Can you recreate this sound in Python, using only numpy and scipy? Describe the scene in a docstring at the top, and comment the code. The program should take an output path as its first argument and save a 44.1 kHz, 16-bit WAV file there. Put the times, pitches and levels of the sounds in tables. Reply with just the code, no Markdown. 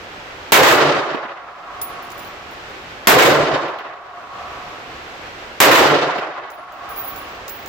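"""Pistol shots in an indoor range

Three slow shots from a rifle-style pistol in a long concrete hall, heard from just behind the shooter.
Blast, echoes and steel are shaped, decaying noise; clacks are short noise bursts; brass cases ring as sines.
Each blast overloads the microphone and rolls down the hall; the gain control ducks, then lets the ringing
room and the ventilation, a fluttering noise, swell back."""
import sys
import numpy as np
from scipy import signal
from scipy.fft import rfft, irfft
from scipy.io import wavfile
from scipy.ndimage import uniform_filter1d, minimum_filter1d

SR = 44100
rng = np.random.default_rng(int(sys.argv[2]) if len(sys.argv) > 2 else 0)


def generate_wav(sig):
    """Save sig (samples, or channels by samples) to the path in sys.argv[1] as 16-bit PCM at SR."""
    pcm = np.round(np.clip(np.atleast_2d(sig).T, -1, 1) * 32767).astype(np.int16)
    wavfile.write(sys.argv[1], SR, pcm)


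N = 338688
TIME = np.arange(N) / SR   # seconds
TAIL = TIME[:3 * SR]   # time span of a report and its reverberation
SHORT = TIME[:SR // 2]   # time span of a small contact

# The shots. Each row: start in seconds, strength in dB, extra bass in dB.
SHOTS = [(0.5205, 0.97, -1.5), (3.071, 0.27, 3), (5.602, 1, -1.5)]
# Muzzle blast scattered by the booth. Each row: frequency in Hz, relative level per Hz in dB.
BLAST_SPECTRUM = [(30, -10), (90, -15), (200, -8.5), (450, -1.5), (1000, 4.5), (1900, 4), (3600, -4.5),
                  (5500, -13), (7500, -11.5), (9500, -25), (12500, -15), (15500, -17.5)]
BLAST_DB, BLAST_T60_S, BLAST_LIKENESS = 20.5, 0.29, 0.1
# The blast and its returns from the ceiling baffles. Each row: delay in seconds, level in dB, rise in seconds.
BLAST_RETURNS = [(0, 0, 0.0026), (.108, -10, 0.0054), (.135, -7.5, 0.019), (.178, -12.5, .015),
                 (.262, -32, .005)]
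# The direct shock front, a low punch and a sharp crack. Each row: frequency in Hz, relative level per Hz in dB.
SHOCK_SPECTRUM = [(40, -1), (150, -6), (330, 7.5), (1000, 4.5), (3000, -2.5), (7000, -5), (10000, -10.5),
                  (13500, -1.5), (16000, -9.5)]
SHOCK_DB, SHOCK_T60_S = 21.5, 0.15

# Reverberation of the hall. Each row: frequency in Hz, relative level per Hz in dB.
HALL_SPECTRUM = [(40, -29), (85, -22), (200, -16), (250, -11.5), (300, 0.5), (650, 1.5), (900, -4.5),
                 (1250, -3.5), (2200, -10), (4200, -14.5), (7300, -23.5), (9500, -34), (15000, -30.5)]
# Decay of the hall. Each row: frequency in Hz, time to fall by 60 dB in seconds.
HALL_T60 = [(60, 1.08), (150, 0.99), (330, 1.08), (600, 1.034), (1100, 1.466), (2200, 1.314), (4200, 1.043),
            (7500, 0.86), (14000, 0.55)]
# Standing waves between floor, ceiling and side walls. Each row: frequency in Hz, width in Hz,
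# level over the reverberation in dB.
HALL_MODES = [(88, 12, -3.5), (147, 9, 13.5), (272, 9.9, 3), (347, 12, 2.5), (384, 12, -0.5), (473, 10, -5),
              (544, 14, -7), (578, 39, 1), (654, 21, 0)]
# Stereo spread of the hall. Each row: frequency in Hz, left-right likeness (correlation).
HALL_LIKENESS = [(60, 0.96), (300, 0.82), (600, 0.81), (1100, 0.58), (2200, 0.16), (4500, 0.037),
                 (14000, -0.43)]
HALL_DB, HALL_BUILD_S = 18.5, 0.15
HALL_REPEAT = 0.59   # power share of the echo pattern that all shots have in common
# The boom runs up and down the range and comes back in evenly spaced, ever shallower surges.
SURGE_FIRST_S, SURGE_EVERY_S, SURGE_DB, SURGE_T60_S = 0.095, 0.122, 3, 4.5
# The far end answers late with one broad swell.
SWELL_AT_S, SWELL_WIDTH_S, SWELL_DB = 0.4, 0.24, 3.5
# How strongly each band follows surges and swell. Each row: frequency in Hz, factor on their dB.
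SURGE_SHARE = [(120, 2.7), (480, 0.78), (960, 0.14), (1900, 0.077), (4000, 0.44)]

# Steel rails and baffles that ring on after each shot. Each row: frequency in Hz, width in Hz, level in dB.
STEEL_MODES = [(590, 56, -4.5), (714.5, 58, 1), (800, 50, -3.5), (985, 48, -1.5), (1114, 67, 1.5),
               (1238, 71, -2), (1340, 91, -3), (1600, 260, -7.5)]
STEEL_DB, STEEL_T60_S, STEEL_LIKENESS = -9.5, 3.34, 0.75

# Trigger resets and knocks of the gun. Each row: start in seconds, click level in dB, thump level in dB.
CLACKS = [(1.144, -20, 1.5), (1.248, -32, -14), (3.681, -17, -15), (3.786, -17, -23), (6.182, -14, -10)]
# Steel click of the action. Each row: frequency in Hz, relative level per Hz in dB.
CLICK_SPECTRUM = [(800, -4), (2500, 20), (7000, -10), (9500, -24), (13000, -10), (16000, -11)]
# Dull thump of the gun body. Each row: frequency in Hz, relative level per Hz in dB.
THUMP_SPECTRUM = [(60, -49), (150, -34), (215, 6.5), (400, 3), (1200, -11.5), (3500, -20), (9000, -68)]
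CLICK_T60_S, THUMP_T60_S = 0.087, 0.054

# Wall modes of three brass cases, one list per case. Each row: frequency in Hz, level in dB,
# time to fall by 60 dB in seconds.
CASES = [
    [(10600, -8.5, 0.3), (15000, -3, 0.24), (14950, -2, 0.18), (15450, -7, .14)],
    [(10930, -8, 0.5), (15150, 7, 0.29), (15710, -7, 0.3)],
    [(11000, -18, .5), (15270, 1, 0.31), (15560, 1, 0.52)],
]
# Hard landings of the cases on concrete. Each row: start in seconds, case number, ring level in dB,
# tick level in dB, other end's relative level in dB, first hop in seconds, loss per hop in dB.
LANDINGS = [(1.815, 0, -18, -23.5, -15, .209, 25), (2.102, 0, -50, -39, 2, 0.084, 12),
            (2.177, 0, -42.5, -43, 2, 0.053, 5), (2.5086, 0, -51, -58, -10, .18, 7),
            (6.502, 1, -38, -29, -6, 0.22, 13), (6.891, 1, -40, -44, -8, 0.076, 7),
            (6.961, 1, -32, -51, -4, 0.078, 3), (7.16, 1, -41, -37.5, -4, .128, 11),
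            (7.4798, 2, -34.5, -30, -1.5, 0.18, 5.5)]
# Tick of brass on the floor. Each row: frequency in Hz, relative level per Hz in dB.
TICK_SPECTRUM = [(1500, -13), (4500, 2.5), (7200, 6.5), (9500, -8), (13000, -1), (15500, -3)]
TICK_T60_S = 0.038
HOP_SHARE = 0.48   # each hop lasts this share of the one before
OTHER_END_S = 0.015   # the second end of a case comes down just after the first
BRASS_PAN_DB = -2   # left minus right: the cases are thrown out to the right

# Ventilation. Each row: frequency in Hz, relative level per Hz in dB.
AIR_SPECTRUM = [(25, 8), (45, 1), (68, -0.5), (110, -4), (195, -7.5), (350, -2), (600, -1.5), (800, -1),
                (1080, -2.5), (1450, -2), (2700, -6.5), (5500, -18.5), (7700, -26), (9100, -37.5),
                (12500, -33), (15500, -39)]
# Stereo spread of the ventilation. Each row: frequency in Hz, left-right likeness (correlation).
AIR_LIKENESS = [(60, 0.91), (300, 0.84), (600, 0.79), (1100, 0), (2200, 0), (4500, 0.06), (14000, 0)]
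AIR_DB = -34

# Microphone and gain control
LIMIT_DB, OVERLOAD_DB = 10, 13
AGC_CEILING_DB, HOLD_S, RELEASE_DB_PER_S = -7, 0.72, 64
BALANCE_DB = -1.3   # left minus right
CUTOFF_HZ = 15900


def gunfire():
    """The muzzle hardly moves, so most of the echo pattern repeats; each charge has its own weight."""
    out = np.zeros((2, N))
    colour = hall_colour()
    lasting = reflections(colour)
    for start_s, strength_db, bass_db in SHOTS:
        fresh = reflections(colour)
        echoes = np.sqrt(HALL_REPEAT) * lasting + np.sqrt(1 - HALL_REPEAT) * fresh
        report = blast() + roll(echoes) + steel()
        add(out, start_s, from_db(strength_db) * bass_shelf(report, bass_db))
    return out


def blast(clump_db=1.0, clump_s=0.007):
    """The bright crack fills the booth at once and comes back from the baffles in softer clusters."""
    power = 0
    for delay_s, db, rise_s in BLAST_RETURNS:
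        since = TAIL - delay_s
        envelope = from_db(db) * fade(since, BLAST_T60_S) * np.clip(since / rise_s, 0, 1)
        power = power + envelope ** 2
    clumps_db = clump_db * wander(len(TAIL), clump_s * SR)
    scattered = noise(from_db(at_hz(BLAST_SPECTRUM, bins(TAIL))), BLAST_LIKENESS)
    out = from_db(BLAST_DB + clumps_db) * np.sqrt(power) * scattered
    shock = burst(SHOCK_SPECTRUM, SHOCK_T60_S, likeness=0.44, rise_s=0.0006)
    add(out, 0, from_db(SHOCK_DB) * shock)
    return out


def bass_shelf(x, gain_db, corner_hz=260):
    """A gentle shelf lifts or lowers the weight of a report under the corner."""
    lows = signal.sosfilt(signal.butter(1, corner_hz, fs=SR, output="sos"), x)
    return x + (from_db(gain_db) - 1) * lows


def hall_colour(ripple_db=1.5, ripple_hz=22):
    """A few strong standing waves, and countless weaker ones that ripple the spectrum."""
    hz = bins(TAIL)
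    ripple = ripple_db * wander(len(hz), ripple_hz / hz[1])
    return from_db(at_hz(HALL_SPECTRUM, hz) + ripple) * np.sqrt(1 + humps(HALL_MODES, hz))


def reflections(colour):
    """Echoes of the hall are so dense that they amount to coloured noise."""
    return noise(colour, at_hz(HALL_LIKENESS, bins(TAIL)))


def roll(echoes, lumpy_db=2.17, lump_s=0.014):
    """The reverberation builds up, comes in surges and lumps, and each octave dies at its own rate."""
    spectrum = rfft(echoes)
    centres = np.geomspace(60, 15360, 9)   # octave steps
    surge_db = surges()
    together = wander(len(TAIL), lump_s * SR)   # lumps shared by all octaves
    out = 0
    for hz, own in zip(centres, np.eye(len(centres))):
        # a triangular band that crossfades into its neighbours
        band = irfft(spectrum * at_hz(np.c_[centres, own], bins(TAIL)))
        lumps_db = lumpy_db * (together + wander(len(TAIL), lump_s * SR)) / np.sqrt(2)
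        level_db = surge_db * at_hz(SURGE_SHARE, hz) + lumps_db
        out = out + band * fade(TAIL, at_hz(HALL_T60, hz)) * from_db(level_db)
    return from_db(HALL_DB) * out * (1 - np.exp(-TAIL / HALL_BUILD_S))


def surges():
    """Rise and fall of the boom in dB: round trips of the range on top of one broad swell."""
    trips = np.cos(2 * np.pi * (TAIL - SURGE_FIRST_S) / SURGE_EVERY_S) * fade(TAIL, SURGE_T60_S)
    swell = np.exp(-((TAIL - SWELL_AT_S) / SWELL_WIDTH_S) ** 2)
    return SURGE_DB * trips + SWELL_DB * swell


def steel():
    """Clusters of plate modes, rendered as narrow noise bands, outlast the reverberation."""
    # the summed power of the modes serves as amplitude, which sharpens the peaks
    ringing = noise(humps(STEEL_MODES, bins(TAIL)), STEEL_LIKENESS)
    return from_db(STEEL_DB) * ringing * fade(TAIL, STEEL_T60_S) * (1 - np.exp(-TAIL / HALL_BUILD_S))


def action():
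    """A steel click with a dull thump from the body of the gun."""
    out = np.zeros((2, N))
    for start_s, click_db, thump_db in CLACKS:
        click = burst(CLICK_SPECTRUM, CLICK_T60_S, likeness=0.2)
        thump = burst(THUMP_SPECTRUM, THUMP_T60_S, likeness=0.37, rise_s=0.0021)
        add(out, start_s, from_db(click_db) * click)
        add(out, start_s, from_db(thump_db) * thump)
    return out


def brass():
    """Each touch of the floor ticks and sets the case ringing."""
    out = np.zeros((2, N))
    for start_s, modes, ring_db, tick_db in touches():
        tick = burst(TICK_SPECTRUM, TICK_T60_S, likeness=0.09)
        add(out, start_s, from_db(tick_db) * tick + from_db(ring_db) * case_ring(modes))
    return out * sides(BRASS_PAN_DB)


def touches(count=3):
    """Every landing starts a run of ever shorter, softer hops; one end of the case hits, then the other."""
    for start_s, which, ring_db, tick_db, other_end_db, hop_s, loss_db in LANDINGS:
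        modes = CASES[round(which)]
        for k in range(count):
            first_db = -k * loss_db
            second_db = other_end_db + first_db
            yield start_s, modes, ring_db + first_db, tick_db + first_db
            yield start_s + OTHER_END_S, modes, ring_db + second_db, tick_db + second_db
            start_s += hop_s * HOP_SHARE ** k


def case_ring(modes, scatter_db=1.5, spin_hz=24, spin_depth=0.6):
    """A struck case tumbles, so its modes throb differently at each side."""
    out = 0
    turns = spin_hz * rng.uniform(0.36, 2.1) * SHORT
    for hz, db, t60 in modes:
        strength = from_db(db + scatter_db * rng.standard_normal((2, 1)))
        facing = 1 + spin_depth * np.sin(2 * np.pi * (turns + rng.random((2, 1))))
        tone = np.sin(2 * np.pi * (hz * SHORT + rng.random((2, 1))))
        out = out + strength * facing * tone * fade(SHORT, t60)
    return out


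def ventilation(flutter_db=0.5, flutter_s=0.081):
    """A steady, slightly fluttering rush of air swept down the lanes."""
    hz = bins(TIME)
    level_db = AIR_DB + flutter_db * wander(N, flutter_s * SR)
    return from_db(level_db) * noise(from_db(at_hz(AIR_SPECTRUM, hz)), at_hz(AIR_LIKENESS, hz))


def from_db(db):
    """Decibels to gain."""
    return 10 ** (np.asarray(db) / 20)


def at_hz(points, hz):
    """Read a table of frequency and value on a log-frequency axis."""
    known_hz, values = np.transpose(points)
    return np.interp(np.log(np.maximum(hz, 1)), np.log(known_hz), values)


def bins(t):
    """Frequencies of the spectrum of a sound that lasts as long as t."""
    return np.arange(len(t) // 2 + 1) * SR / len(t)


def humps(modes, hz):
    """Summed power response of resonances given by frequency, width and level."""
    return sum(from_db(db) ** 2 / (1 + (2 * (hz - centre) / width) ** 2) for centre, width, db in modes)


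def noise(shape, likeness):
    """Stereo noise of rms 1 with the given amplitude spectrum and left-right likeness."""
    mid, side = rfft(rng.standard_normal((2, 2 * len(shape) - 2)))
    alike = np.clip(likeness, -0.99, 0.99)
    stereo = np.sqrt(1 + alike) * mid + np.sqrt(1 - alike) * side * [[1], [-1]]
    x = irfft(shape * stereo)
    return x / x.std()


def wander(size, step):
    """A random zigzag with a spread of about 1 and a new corner every step points."""
    knots = rng.standard_normal(4096)
    # 1.2 makes up for the spread lost between the corners
    return 1.2 * np.interp(np.arange(size) / step, np.arange(len(knots)), knots)


def fade(t, t60):
    """Exponential decay from t = 0 that falls by 60 dB in t60 seconds; silent before."""
    return (t >= 0) * np.exp(-np.log(1000) * np.maximum(t, 0) / t60)


def burst(spectrum, t60, likeness, rise_s=0.00016):
    """A short impulse, smeared by nearby surfaces into dying noise."""
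    body = noise(from_db(at_hz(spectrum, bins(SHORT))), likeness)
    return body * fade(SHORT, t60) * (1 - np.exp(-SHORT / rise_s))


def add(out, start_s, sound):
    """Mix a sound in at its start time."""
    start = round(start_s * SR)
    out[:, start:start + sound.shape[-1]] += sound[..., :max(N - start, 0)]


def sides(pan_db):
    """Gains of the two channels for a left-minus-right level difference."""
    return from_db(pan_db / 2 * np.array([[1], [-1]]))


def scene():
    """Everything that reaches the firing point."""
    return gunfire() + action() + brass() + ventilation()


def short_power(x, window_s):
    """Mean power of both channels in a short window around each moment."""
    return uniform_filter1d(np.mean(x ** 2, axis=0), round(window_s * SR))


def limiter(x):
    """A fast, soft limiter rides the loudest part of each report."""
    power = short_power(x, window_s=0.012)
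    return x / np.sqrt(1 + np.maximum(power, 0) / from_db(LIMIT_DB) ** 2)


def overload(x, low_cut_hz=62, turn_hz=1800):
    """The remaining peaks saturate; a bass cut and a phase shift make the flattened tops spiky again."""
    top = from_db(OVERLOAD_DB)
    flat = top * np.tanh(x / top)
    pole = np.exp(-2 * np.pi * turn_hz / SR)
    turned = signal.lfilter([-pole, 1], [1, -pole], flat)   # all-pass: only the phase moves
    return signal.sosfilt(signal.butter(2, low_cut_hz, "high", fs=SR, output="sos"), turned)


def gain_control(x):
    """The gain drops at once on a loud sound, holds, then climbs back steadily."""
    power = short_power(x, window_s=0.011)
    gain_db = np.minimum(AGC_CEILING_DB - 10 * np.log10(np.maximum(power, 1e-12)), 0)
    half = round(HOLD_S * SR / 2)
    # lowest gain of the past hold time
    held_db = minimum_filter1d(gain_db, 2 * half + 1, origin=half, mode="nearest")
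    # a running minimum against a rising ramp limits the climb in dB per second
    climb_db = RELEASE_DB_PER_S * TIME
    return x * from_db(np.minimum.accumulate(held_db - climb_db) + climb_db)


def record(dry):
    """Limiter, overload, gain control, a slightly louder right side, full-scale clipping and the top cut."""
    levelled = gain_control(overload(limiter(dry)))
    clipped = np.clip(levelled * sides(BALANCE_DB), -1, 1)
    return signal.sosfilt(signal.ellip(10, 0.1, 70, CUTOFF_HZ, fs=SR, output="sos"), clipped)


dry = scene()
out = record(dry)
generate_wav(out)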